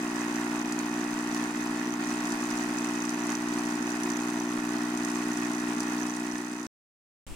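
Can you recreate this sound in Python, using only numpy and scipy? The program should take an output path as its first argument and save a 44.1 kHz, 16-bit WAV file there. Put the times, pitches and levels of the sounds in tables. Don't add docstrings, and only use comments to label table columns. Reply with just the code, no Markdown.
import sys
import numpy as np
from scipy import signal
from scipy.fft import rfft, irfft
from scipy.io import wavfile

SR = 44100
rng = np.random.default_rng(int(sys.argv[2]) if len(sys.argv) > 2 else 0)


def materialize(psi):
    bounded = np.clip(np.atleast_2d(psi).T, -1, 1)
    quanta = np.round(bounded * 32767).astype(np.int16)
    wavfile.write(sys.argv[1], SR, quanta)


N = 324135
T = np.arange(N) / SR

PUMP_HZ = 60.1085
STOP_S, ROOM_FROM_S = 6.668, 7.266


def undb(db):
    return 10 ** (np.asarray(db) / 20)


def unit(x):
    return x / np.sqrt(np.mean(x ** 2))


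def on_log(points, hz):
    points_hz, db = np.transpose(points)
    return np.interp(np.log(hz + 1e-9), np.log(points_hz), db)


def colour(x, points):
    size = 8192
    gain_db = on_log(points, np.fft.rfftfreq(size, 1 / SR))
    cepstrum = irfft(np.log(undb(gain_db)))
    cepstrum[1:size // 2] *= 2
    cepstrum[size // 2 + 1:] = 0
    response = irfft(np.exp(rfft(cepstrum)))
    return signal.fftconvolve(x, response)[:N]


def swing(x, points):
    size = 2 * N
    gain = undb(on_log(points, np.fft.rfftfreq(size, 1 / SR)))
    return irfft(rfft(x, size) * gain)[:N]


def ring(x, modes):
    total = 0
    for hz, width_hz, db in modes:
        b, a = signal.iirpeak(hz, hz / width_hz, fs=SR)
        total = total + undb(db) * signal.lfilter(b, a, x)
    return total


def pulses(times_s, sizes):
    index = np.clip(times_s * SR, 0, N).astype(int)
    return np.bincount(index, sizes, N + 1)[:N]


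def fade(x, decay_s):
    return signal.lfilter([1], [1, -np.exp(-1 / (decay_s * SR))], x)


def port_noise(shared):
    shared = np.clip(shared, 0, 1)
    common = rng.standard_normal(N)
    separate = rng.standard_normal((2, N))
    return np.sqrt(shared) * common + np.sqrt(1 - shared) * separate


def air(points, shared):
    return unit(np.array([colour(n, points) for n in port_noise(shared)]))


# (frequency [Hz], gain [dB])
ROOM_SHAPE = [(25, 15), (70, 0.5), (130, -2.5), (350, -3.5), (520, -8), (650, -12.5), (1000, -11),
              (1600, -17), (2900, -15), (3900, -21), (6800, -21), (9500, -20), (12000, -31), (15500, -30)]


def quiet_room():
    whine = unit(ring(rng.standard_normal(N), [(7650, 70, 0)]))
    return undb(-40.0) * air(ROOM_SHAPE, shared=0.39) + undb(-62) * whine


# (frequency [Hz], gain [dB])
KITCHEN_SHAPE = [(20, 7), (45, -21), (80, -1.5), (120, 5.5), (200, 0), (500, 4.5), (2000, -14.5),
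                 (8000, -17.5), (16000, -32.5)]


def kitchen():
    return undb(-54.5) * air(KITCHEN_SHAPE, shared=0.74)


# (time [s], level offset [dB])
WEAK_STROKES = [(.133, -3), (.632, -6), (.848, 0.5), (1.514, -2.5), (1.531, -4.5), (2.03, -1), (5.29, -2)]


def strokes(jitter_s, scatter_db):
    times_s = np.arange(int(STOP_S * PUMP_HZ) + 2) / PUMP_HZ
    strength_chance, time_chance = rng.standard_normal((len(times_s), 2)).T
    db = scatter_db * strength_chance
    for weak_s, offset_db in WEAK_STROKES:
        db[np.argmin(abs(times_s - weak_s))] += offset_db
    return times_s + jitter_s * time_chance, db


def blows(stroke, turn, scatter_db):
    times_s, db = stroke
    chance = np.clip(rng.standard_normal(len(db)), -2, 2)
    return pulses(times_s + turn / PUMP_HZ, undb(db + scatter_db * chance))


# (frequency [Hz], gain [dB])
SPIT_SHAPE = [(2000, -15), (4500, -0.5), (8000, 0), (11000, -2.5), (15500, -10.5)]


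def spits(stroke):
    hits = blows(stroke, turn=0.58, scatter_db=5.5)
    burst = fade(hits, decay_s=.0025) * port_noise(shared=0.3)
    return unit(np.array([colour(c, SPIT_SHAPE) for c in burst]))


# (frequency [Hz], width [Hz], gain [dB])
VALVE_MODES = [(4415, 250, 6.5), (4920, 180, -19), (5380, 83, -17.5), (5600, 140, 1.5), (5980, 250, 15.5),
               (6620, 180, -10.5), (6420, 280, 13.5), (7380, 350, -9.5), (8000, 160, -19),
               (9000, 1300, -31.5)]


def valve(hits):
    contact = fade(hits, decay_s=.0008)
    tail = undb(-32.0) * fade(hits, decay_s=0.011)
    chatter = (contact + tail) * np.sign(port_noise(shared=.6))
    return np.array([ring(c, VALVE_MODES) for c in chatter])


def valve_ticks(stroke):
    outlet = blows(stroke, turn=.495, scatter_db=3.0)
    bounce = blows(stroke, turn=.69, scatter_db=4)
    inlet = blows(stroke, turn=-.05, scatter_db=7)
    return unit(valve(outlet + undb(-5.5) * bounce + undb(-8) * inlet))


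# (frequency [Hz], gain [dB])
SPURT_SHAPE = [(1500, -14.5), (3200, -18), (4700, 4.5), (5500, 7), (6300, 2.5), (7700, 7), (9200, 5.5),
               (11000, -1), (12800, -30), (15500, -17)]


def spurt(stroke):
    times_s, db = stroke
    dose = times_s, db + 1.9 * rng.standard_normal(len(db))
    opening = blows(dose, turn=.42, scatter_db=2)
    main = blows(dose, turn=.535, scatter_db=2)
    after = blows(dose, turn=.69, scatter_db=2)
    pull = blows(dose, turn=.02, scatter_db=2)
    gush = opening + undb(-3) * main + undb(2.5) * after + undb(-7.5) * pull
    steady = 0.068
    fizz = (fade(gush, decay_s=0.0051) + steady) * port_noise(shared=.35)
    return unit(np.array([colour(c, SPURT_SHAPE) for c in fizz]))


# (time [s], relative level [dB])
HARD_SNAPS = [(0.7228, -25), (0.7896, -28.5), (1.3463, -26), (2.3206, -27.5), (2.7846, -28), (2.845, -28.5),
              (3.052, -27.5), (3.0929, -27), (3.2685, -30.5), (3.3516, -28), (3.8252, -29.5), (4.034, -25),
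              (4.101, -30.5), (4.9737, -27), (5.0484, -25), (5.3722, -29), (5.8048, -23)]


def snaps():
    times_s, db = np.transpose(HARD_SNAPS)
    hits = pulses(times_s, undb(db - 2))
    spit = fade(hits, decay_s=0.0047) * port_noise(shared=0.36)
    spray = np.array([colour(c, SPURT_SHAPE) for c in spit])
    return undb(-0.5) * valve(hits) + undb(-5.5) * spray


# (turn [cycles], level [dB])
PISTON_CONTACTS = [(-.15, -2), (.04, -2), (.17, -5.5), (.42, -4), (.54, -7)]
# (frequency [Hz], width [Hz], gain [dB])
CASING_MODES = [(426, 67, -19.5), (719, 110, -2), (843, 51, -3), (984, 63, -2), (1140, 132, 3),
                (1273, 37, -1), (1496, 300, 3), (1743, 150, 5.5), (1878, 55, 6.5), (2310, 86, -15),
                (2498, 137, 0), (2910, 630, -6), (3720, 71, -6)]
# (frequency [Hz], gain [dB])
RATTLE_SHAPE = [(200, -35), (420, 12), (560, -10), (680, 2), (1000, 2.5), (1800, -2), (2600, 0), (3200, -8),
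                (4300, -4.5), (7000, -2.5), (16000, -3.5)]


def rattle(stroke):
    hits = sum(undb(db) * blows(stroke, turn, scatter_db=2) for turn, db in PISTON_CONTACTS)
    restless = .2
    chatter = (fade(hits, decay_s=0.0023) + restless) * port_noise(shared=0.38)
    return unit(np.array([colour(ring(c, CASING_MODES), RATTLE_SHAPE) for c in chatter]))


# (frequency [Hz], width [Hz], gain [dB])
PANEL_MODES = [(596.7, 7.4, 0.5), (671.4, 12.9, 5.5), (729.4, 10, 5.5), (777.7, 27, 3), (842, 9.9, 4.5),
               (902, 20, 6), (960.6, 17, 3.5), (1019.6, 35, 2.5), (1084, 18, 3.5), (1143, 40, -3),
               (1320, 30, -2.5), (1383, 8.3, 1), (1455, 13, -1.5), (1915, 110, -32), (2565, 110, -12)]


def knock(stroke):
    hits = blows(stroke, turn=-0.0737, scatter_db=0.8)
    delay_at_1khz_s = 0.002756
    total = 0
    for mode in PANEL_MODES:
        delay = int(delay_at_1khz_s * SR * np.sqrt(1000 / mode[0]))
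        total = total + np.roll(ring(hits, [mode]), delay)
    return unit(total)


# (frequency [multiples of stroke rate], gain [dB])
HOUSING_THUMP = [(1, -34), (2, -19), (3, -9), (4, 1.5), (5, 3.5), (6, -5.5), (7, -24), (8, -24), (10, -61),
                 (16, -68.5)]


def hum(stroke):
    push = -blows(stroke, turn=-0.06, scatter_db=0.54)
    thump = swing(push, [(k * PUMP_HZ, db) for k, db in HOUSING_THUMP])
    body_modes = [(232.0, 7.2, -1.5), (254.5, 8.7, 4.0), (276, 4.3, -4), (349.5, 16, -0.5)]
    boom = [ring(ring(n, body_modes), [(270, 230, 0)]) for n in port_noise(shared=0.96)]
    return unit(thump) + undb(-12) * unit(np.array(boom))


# (time [s], level [dB])
FIZZ_SWELL = [(0.0, -4), (0.2, 0.5), (0.6, -3.1), (1.6, -0.6), (2.0, -2.3), (2.1, 1.6), (2.8, 0.5),
              (3.2, -1.3), (3.3, 3), (3.4, -2.1), (3.6, 1.3), (3.8, -2), (3.9, 1.4), (4.5, -2), (5.3, 1.2),
              (5.7, -0.2), (5.9, 0.75)]
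HUM_DB, HUM_RISE_DB_PER_S = -32.5, 0.12
KNOCK_DB, RATTLE_DB, RATTLE_EASE_DB_PER_S = -43, -37.5, 0.21
SPURT_DB, TICK_DB, SPIT_DB = -48, -48, -58.5
RATTLE_FOLLOWS_DB_PER_DB = 0.4


def machine():
    stroke = strokes(jitter_s=.00005, scatter_db=0.86)
    fizz_db = np.interp(T, *np.transpose(FIZZ_SWELL))
    shake_db = RATTLE_FOLLOWS_DB_PER_DB * fizz_db - RATTLE_EASE_DB_PER_S * T
    low = undb(HUM_DB + HUM_RISE_DB_PER_S * T) * hum(stroke)
    shake = undb(KNOCK_DB) * knock(stroke) + undb(RATTLE_DB) * rattle(stroke)
    treble = undb(SPURT_DB) * spurt(stroke) + undb(TICK_DB) * valve_ticks(stroke)
    treble += undb(SPIT_DB) * spits(stroke)
    return low + undb(shake_db) * shake + undb(fizz_db) * treble + snaps()


# (frequency [Hz], left minus right [dB], left lead [rad])
PORT_STEERING = [(300, 0.5, 0.043), (600, -3, .05), (746, 3, 0.13), (1080, 0, 0.84), (1485, -5.5, 1.32),
                 (1670, -6, 3.64), (2070, 0, 5.84), (2310, -6, 6.45), (2810, 1.5, 9.2), (3430, 2.5, 5.2),
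                 (4060, 1.5, 9.04), (5650, -4, 3.5), (6290, -8.5, 8), (6690, -6.5, 13.3), (7550, -4.5, 14),
                 (8940, 1, 14.1), (12170, -0.5, 17.2), (14880, -5.5, 20)]


def ports(x):
    size = 2 * N
    hz, tilt_db, lead_rad = np.transpose(PORT_STEERING)
    f = np.fft.rfftfreq(size, 1 / SR)
    gain = undb(np.interp(f, hz, tilt_db) / 2)
    half = gain * np.exp(.5j * np.interp(f, hz, lead_rad))
    return irfft(rfft(x, size) * np.array([half, 1 / half]))[:, :N]


FADE_FROM_S, FADE_DB_PER_S = 5.92, 7.5


def scene():
    brewing = ports(machine()) + kitchen()
    fading = undb(-FADE_DB_PER_S * np.maximum(T - FADE_FROM_S, 0))
    return brewing * fading * (T < STOP_S) + quiet_room() * (T > ROOM_FROM_S)


TOP_HZ = 15900


def record(dry):
    low_pass = signal.ellip(10, .2, 80, TOP_HZ, fs=SR, output="sos")
    return signal.sosfilt(low_pass, dry)


dry = scene()
out = record(dry)
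materialize(out)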